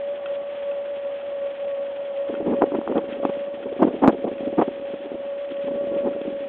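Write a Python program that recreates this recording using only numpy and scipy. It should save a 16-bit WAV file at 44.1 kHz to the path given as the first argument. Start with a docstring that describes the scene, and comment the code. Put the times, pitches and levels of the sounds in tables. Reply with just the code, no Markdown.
"""The drive gears of an electric golf cart whine on one wavering note, heard from the seat.
The whine is a sine with three weak upper partials; shaped noise makes the tyre roar and hiss beneath it,
and loose fittings tick as struck resonances. After two seconds the microphone is lifted above the windscreen:
eddies of wind thud and rasp on it as noise swells, sharp pushes of air knock, and the strongest overload it."""
import sys
import numpy as np
from scipy import signal
from scipy.fft import rfft, irfft
from scipy.io import wavfile
from scipy.ndimage import uniform_filter1d

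SR = 44100
rng = np.random.default_rng(int(sys.argv[2]) if len(sys.argv) > 2 else 0)


def generate_wav(sig):
    """Save sig (samples, or channels by samples) to the path in sys.argv[1] as 16-bit PCM at SR."""
    pcm = np.round(np.clip(np.atleast_2d(sig).T, -1, 1) * 32767).astype(np.int16)
    wavfile.write(sys.argv[1], SR, pcm)


N = 285768
TIME = np.arange(N) / SR


def from_db(db):
    """Decibels to gain."""
    return 10 ** (np.asarray(db) / 20)


def rms_one(x):
    """Scale to unit rms."""
    return x / np.sqrt(np.mean(x ** 2) + 1e-20)


def in_time(rows):
    """Turn each column after the time into a curve joined by straight lines."""
    seconds, *columns = np.transpose(rows)
    return [np.interp(TIME, seconds, column) for column in columns]


def drift(rate_hz):
    """Random wander of unit rms; its components are halved at rate_hz and fall away above it."""
    hz = np.arange(N // 2 + 1) * SR / N
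    spectrum = rfft(rng.standard_normal(N)) / (1 + (hz / rate_hz) ** 2)
    return rms_one(irfft(spectrum, N))


def noise(colour):
    """Noise of unit rms with the given colour, silent above its last frequency."""
    hz, db = np.transpose(colour)
    bins = np.arange(1, N // 2 + 2) * SR / N
    gain = from_db(np.interp(np.log(bins), np.log(hz), db, right=-np.inf))
    return rms_one(irfft(rfft(rng.standard_normal(N)) * gain, N))


def evened(x, seconds):
    """Hold the short-term level of a signal near 1."""
    size = max(int(seconds * SR), 2)
    power = uniform_filter1d(uniform_filter1d(x ** 2, size), size)
    return x / np.sqrt(power + 1e-9)


# Rolling on the asphalt. Each row: time in seconds, roar level in dB before its patchiness.
ROAR_LEVEL = [(0, -42), (1.1, -43), (2.2, -42.5), (3.3, -42.5), (4.4, -46), (5.3, -43.5), (5.9, -48),
              (6.48, -46.5)]
# Colour of the tyre roar. 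Each row: frequency in Hz, relative density in dB.
ROAR_COLOUR = [(20, -45), (40, -24), (70, -18), (140, -17.5), (235, -6), (350, -5.5), (480, -4), (560, 5),
               (650, -2), (790, -3), (950, -10), (1250, -16), (2500, -36.5)]
# Colour of the tyre hiss. Each row: frequency in Hz, relative density in dB.
HISS_COLOUR = [(500, -14.5), (1000, -5.5), (1400, -0.5), (1530, -0.5), (1700, 0.5), (2000, -1), (2300, -1),
               (2600, 0), (3000, -1.5), (3350, -1), (3600, -10), (3900, -16.5), (4300, -23.5), (4700, -60)]


def tyres(hiss_db=-50, roar_patchy_db=1.5, hiss_patchy_db=2.3):
    """Tread on coarse asphalt: a low roar and a fine hiss, both slightly uneven."""
    roar_db, = in_time(ROAR_LEVEL)
    roar = from_db(roar_db + roar_patchy_db * drift(45)) * noise(ROAR_COLOUR)
    hiss = from_db(hiss_db + hiss_patchy_db * drift(36)) * noise(HISS_COLOUR)
    return roar + hiss


def ring(clicks, hz, t60):
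    """A unit click starts a sine of about height 1 that dies by 60 dB in t60 seconds."""
    radius = from_db(-60 / (t60 * SR))
    angle = 2 * np.pi * hz / SR
    feedback = [1, -2 * radius * np.cos(angle), radius * radius]
    return signal.lfilter([0, np.sin(angle)], feedback, clicks + 1e-18)


# Ticks of the loose fittings. Each row: start in seconds, strength in dB before the overall trim.
TICK_TIMES = [(0.260, -24.5), (0.713, -32), (1.212, -32.5), (2.349, -29), (2.979, -25), (3.131, -30),
              (3.251, -27), (3.627, -29.5), (4.381, -31), (4.622, -30), (5.567, -31.5), (6.131, -30),
              (6.214, -29.5)]
# What the fittings ring with. Each row: frequency in Hz, relative strength in dB, 60 dB decay in seconds.
FITTING_RESONANCES = [(1400, 1.5, 0.027), (1890, -10, 0.053), (2250, -6, 0.011), (2606, 0.5, 0.03),
                      (2930, -5, 0.0073), (3184, -4, 0.029), (3328, -3, 0.015)]


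def fittings(level_db=-12.5, fade_db=-5.0, chatter_s=0.0023, uneven_db=4.1):
    """Each loose part chatters in a quick run of fading touches, striking every mode with a new strength."""
    start, strength_db = np.transpose(TICK_TIMES)
    touch = np.arange(7)
    jitter = rng.uniform(-0.69, 0.5, (len(start), len(touch)))
    times = start[:, None] + chatter_s * (touch + jitter)
    at = np.clip((times * SR).astype(int), 0, N - 1)
    ringing = np.zeros(N)
    for hz, mode_db, t60 in FITTING_RESONANCES:
        touch_db = strength_db[:, None] + mode_db + fade_db * touch
        clicks = np.zeros(N)
        clicks[at] = from_db(touch_db + rng.normal(0, uneven_db, at.shape))
        # touches push either way at random
        ringing += ring(clicks * rng.choice([-1, 1], N), hz, t60)
    band = signal.butter(8, [900, 3600], "band", fs=SR, output="sos")
    return from_db(level_db) * signal.sosfilt(band, ringing)


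# The air stream on the microphone, full of small eddies.
# Each row: time in seconds, base level of the thud in dB before its lumpiness.
FLUTTER_LEVEL = [(0, -72), (2.25, -61), (2.36, -35), (2.8, -37.5), (3.1, -40.5), (3.5, -46), (3.9, -36.5),
                 (4.7, -38.5), (4.88, -48), (5.17, -46), (5.4, -59.5), (5.75, -38.5), (6.25, -39),
                 (6.48, -43.5)]
# Gusts that hit the microphone. Each row: middle in seconds, level of thud and rasp together in dB before
# its lumpiness, length between half-power points in seconds, rasp relative to thud in dB.
GUSTS = [(2.301, -25, 0.012, -18), (2.479, -19.5, 0.027, -16), (2.503, -20.5, 0.0097, -29.5),
         (2.533, -19.5, .026, -15.5), (2.622, -13.5, .010, -2), (2.636, -13, 0.013, -14.5),
         (2.749, -19.5, 0.015, -9), (2.789, -16, 0.0051, -22), (2.909, -21.5, 0.03, -16),
         (2.972, -17.5, 0.028, -9.5), (3.235, -22, 0.008, -11), (3.254, -15.5, 0.0057, -11),
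         (3.297, -23.5, 0.0077, -10), (3.666, -25.5, 0.0099, -27.5), (3.726, -24, 0.0083, -36),
         (3.805, -20.5, 0.017, -10.5), (3.829, -9, 0.014, -8), (3.85, -13, 0.0088, -21.5),
         (3.878, -17.5, 0.019, -15.5), (4.03, -15.5, 0.014, -8), (4.043, -10.5, 0.012, -3),
         (4.064, -13.5, 0.016, -6), (4.082, -3.5, 0.0049, -18), (4.093, -14.5, 0.017, -6),
         (4.249, -20, 0.012, -16.5), (4.276, -23, 0.016, -10), (4.317, -24.5, 0.005, -16),
         (4.478, -24, .015, -25), (4.593, -12, 0.017, -9), (4.621, -14, .014, -2),
         (4.684, -21.5, 0.01, -19), (4.941, -27, 0.0092, -20), (5.059, -33, 0.019, -18),
         (5.151, -29.5, 0.014, -22), (5.518, -31.5, 0.013, -20), (5.68, -27, 0.017, -16),
         (5.965, -25, 0.0082, -19), (6.07, -21.5, .028, -14), (6.28, -25, 0.014, -30)]
# Colour of the dull thud. Each row: frequency in Hz, relative density in dB.
THUD_COLOUR = [(20, -40), (60, -25), (100, -22.5), (140, -25.5), (180, -13.5), (235, 2), (290, 4),
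               (370, -1.5), (480, -1), (620, -9), (800, -18.5), (1200, -35.5), (3000, -73)]
# Colour of the rasp. Each row: frequency in Hz, relative density in dB.
RASP_COLOUR = [(300, -28.5), (550, -1), (750, 5.5), (1000, -2.5), (1450, -14), (1900, -22.5), (2600, -28),
               (3400, -38), (4300, -52.5)]


def wind(lumpy_db=7.0, gust_lumpy_db=1.0, flutter_rasp_db=-20.0, edge=2.65):
    """Small eddies flutter at random; gusts swell and die as a dull thud, raspier when they hit squarely."""
    flutter_db, = in_time(FLUTTER_LEVEL)
    thud_power = from_db(flutter_db + lumpy_db * np.minimum(drift(45), 1.7)) ** 2
    rasp_power = thud_power * from_db(flutter_rasp_db) ** 2
    lumps = evened(from_db(gust_lumpy_db * drift(65)), seconds=0.02) ** 2
    for middle, db, length, rasp_db in GUSTS:
        first = max(int((middle - 2 * length) * SR), 0)
        near = slice(first, int((middle + 2 * length) * SR))
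        # a higher edge gives a flatter top and steeper flanks
        distance = np.abs(2 * (TIME[near] - middle) / length)
        swell = from_db(db) ** 2 * lumps[near] * 0.5 ** (distance ** edge)
        # share the power of the gust between thud and rasp
        thud_power[near] += swell / (1 + from_db(rasp_db) ** 2)
        rasp_power[near] += swell / (1 + from_db(-rasp_db) ** 2)
    thud = np.sqrt(thud_power) * evened(noise(THUD_COLOUR), seconds=0.01)
    rasp = np.sqrt(rasp_power) * evened(noise(RASP_COLOUR), seconds=0.0056)
    return thud + rasp


def pressure_pulse(start, db, corner_hz):
    """A sudden push of air, rounded off steeply above its corner, with its peak height given by db."""
    rounding = signal.butter(5, corner_hz, fs=SR, output="sos")
    push = signal.sosfilt(rounding, signal.unit_impulse(SR // 50))
    push = from_db(db) * push / push.max()
    return np.interp(TIME - start, np.arange(len(push)) / SR, push, left=0, right=0)


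# Single sharp pushes of air on the microphone.
# Each row: start in seconds, peak in dB before the microphone shapes it, corner frequency in Hz.
AIR_PUSHES = [(2.341, -24, 1500), (2.6201, -7, 1600), (2.7195, -18.5, 1086), (2.8138, -20, 1220),
              (2.8758, -12, 1360), (2.9235, -18, 1200), (2.9815, -14, 980), (3.251, -8, 1240),
              (3.8295, -4.5, 1026), (4.044, -7.5, 1340), (4.0762, 0, 1360), (4.0808, -7.5, 980),
              (5.116, -20, 510), (5.682, -22, 870)]


def knocks(low_cut_hz=220.0, body_hz=510.0, body_db=-0.5, direct_db=-4.0):
    """The microphone's bass cut and its low-mid emphasis turn each push of air into a short swing."""
    pushes = sum(pressure_pulse(*row) for row in AIR_PUSHES) + 1e-18
    low_mids = signal.butter(1, [body_hz / 2, body_hz * 2], "band", fs=SR, output="sos")
    body = signal.sosfilt(low_mids, pushes)
    low_cut = signal.butter(4, low_cut_hz, "high", fs=SR, output="sos")
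    return signal.sosfilt(low_cut, from_db(direct_db) * pushes + from_db(body_db) * body)


def sway(turns, rows):
    """A swing that repeats with every turn of the wheels."""
    return sum(swing * np.cos(2 * np.pi * k * (turns - crest)) for k, swing, crest in rows)


PINION_TEETH = 17
AXLE_RATIO = 12.5  # pinion turns per wheel turn
# Speed of the drive. Each row: time in seconds, gear mesh rate in Hz before sway and road shake.
DRIVE_SPEED = [(0.0, 565.0), (0.12, 568.6), (2.04, 559.6), (2.64, 562.0), (3.24, 559.4), (3.36, 567.5),
               (3.6, 561.4), (3.72, 563.2), (4.08, 560.1), (6.12, 563.8), (6.24, 559.6), (6.48, 561.0)]
# Slightly oval wheels sway the speed.
# Each row: times per wheel turn, swing of the mesh rate in Hz, place of the crest in wheel turns.
WHEEL_SPEED_SWAY = [(1, 2.7, .37), (2, 2.0, .39)]
# They sway the load on the gears too.
# Each row: times per wheel turn, swing in dB, place of the crest in wheel turns.
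WHEEL_LOAD_SWAY = [(1, 1.5, .93), (2, 1.0, .36), (4, .9, .08)]
# Loudness of the whine as the microphone is moved about.
# Each row: time in seconds, base level of the main note in dB (sine amplitude) before load and throb.
WHINE_LEVEL = [(0.0, -25.5), (0.96, -26), (1.2, -27.5), (1.32, -23), (1.56, -28), (1.68, -22),
               (1.92, -28.5), (2.04, -24.5), (2.4, -24.5), (3.12, -29.5), (3.24, -25.5), (3.96, -34),
               (4.32, -28.5), (5.16, -30), (5.4, -25), (5.52, -27), (5.88, -22.5), (6.48, -29.5)]
# Upper partials of the whine. Each row: multiple of the mesh rate, base level relative to the main note in dB.
UPPER_PARTIALS = [(2, -29.5), (2.49, -39), (3.345, -35)]


def gear_whine(road_db=1.0, road_hz=0.9, shaft_swing=0.09, shaft_throb=0.089, rough=0.1, jitter=0.087):
    """Meshing teeth sing one note; wheels, pinion run-out and road shake its level and phase (in radians)."""
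    speed_hz, = in_time(DRIVE_SPEED)
    whine_db, = in_time(WHINE_LEVEL)
    wheel_turns = np.cumsum(speed_hz) / SR / (PINION_TEETH * AXLE_RATIO)
    mesh_hz = speed_hz + sway(wheel_turns, WHEEL_SPEED_SWAY) + road_hz * drift(6.6)
    load_db = sway(wheel_turns, WHEEL_LOAD_SWAY) + road_db * drift(6.6)
    mesh = 2 * np.pi * np.cumsum(mesh_hz) / SR
    shaft = mesh / PINION_TEETH + 0.5 * drift(1.9)
    # the teeth are loaded unevenly once and twice in each turn of the shaft
    uneven_load = np.sin(shaft) + 0.75 * np.sin(2 * shaft)
    throb = 1 + shaft_throb * uneven_load + rough * drift(62)
    run_out = np.cos(shaft) + 0.5 * np.sin(2 * shaft)
    phase = mesh + shaft_swing * run_out + jitter * drift(56)
    tone = np.sin(phase)
    # each partial wanders a little in level and phase by itself
    for multiple, db in UPPER_PARTIALS:
        tone = tone + from_db(db + 2 * drift(10)) * np.sin(multiple * phase + 0.5 * drift(17))
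    return from_db(whine_db + load_db) * throb * tone


def scene():
    """All sources at the one microphone."""
    return (tyres() + fittings() + wind() + knocks() + gear_whine())[None, :]


def record(dry, band_hz=4100, overload=0.725, cutoff_hz=16000):
    """The microphone passes little above band_hz; the strongest buffets clip after it and spit treble."""
    narrow = signal.sosfilt(signal.butter(12, band_hz, fs=SR, output="sos"), dry)
    clipped = np.clip(narrow, -overload, overload)
    # the spat treble is 70 dB down from cutoff_hz upwards
    return signal.sosfilt(signal.cheby2(12, 70, cutoff_hz, fs=SR, output="sos"), clipped)


dry = scene()
out = record(dry)
generate_wav(out)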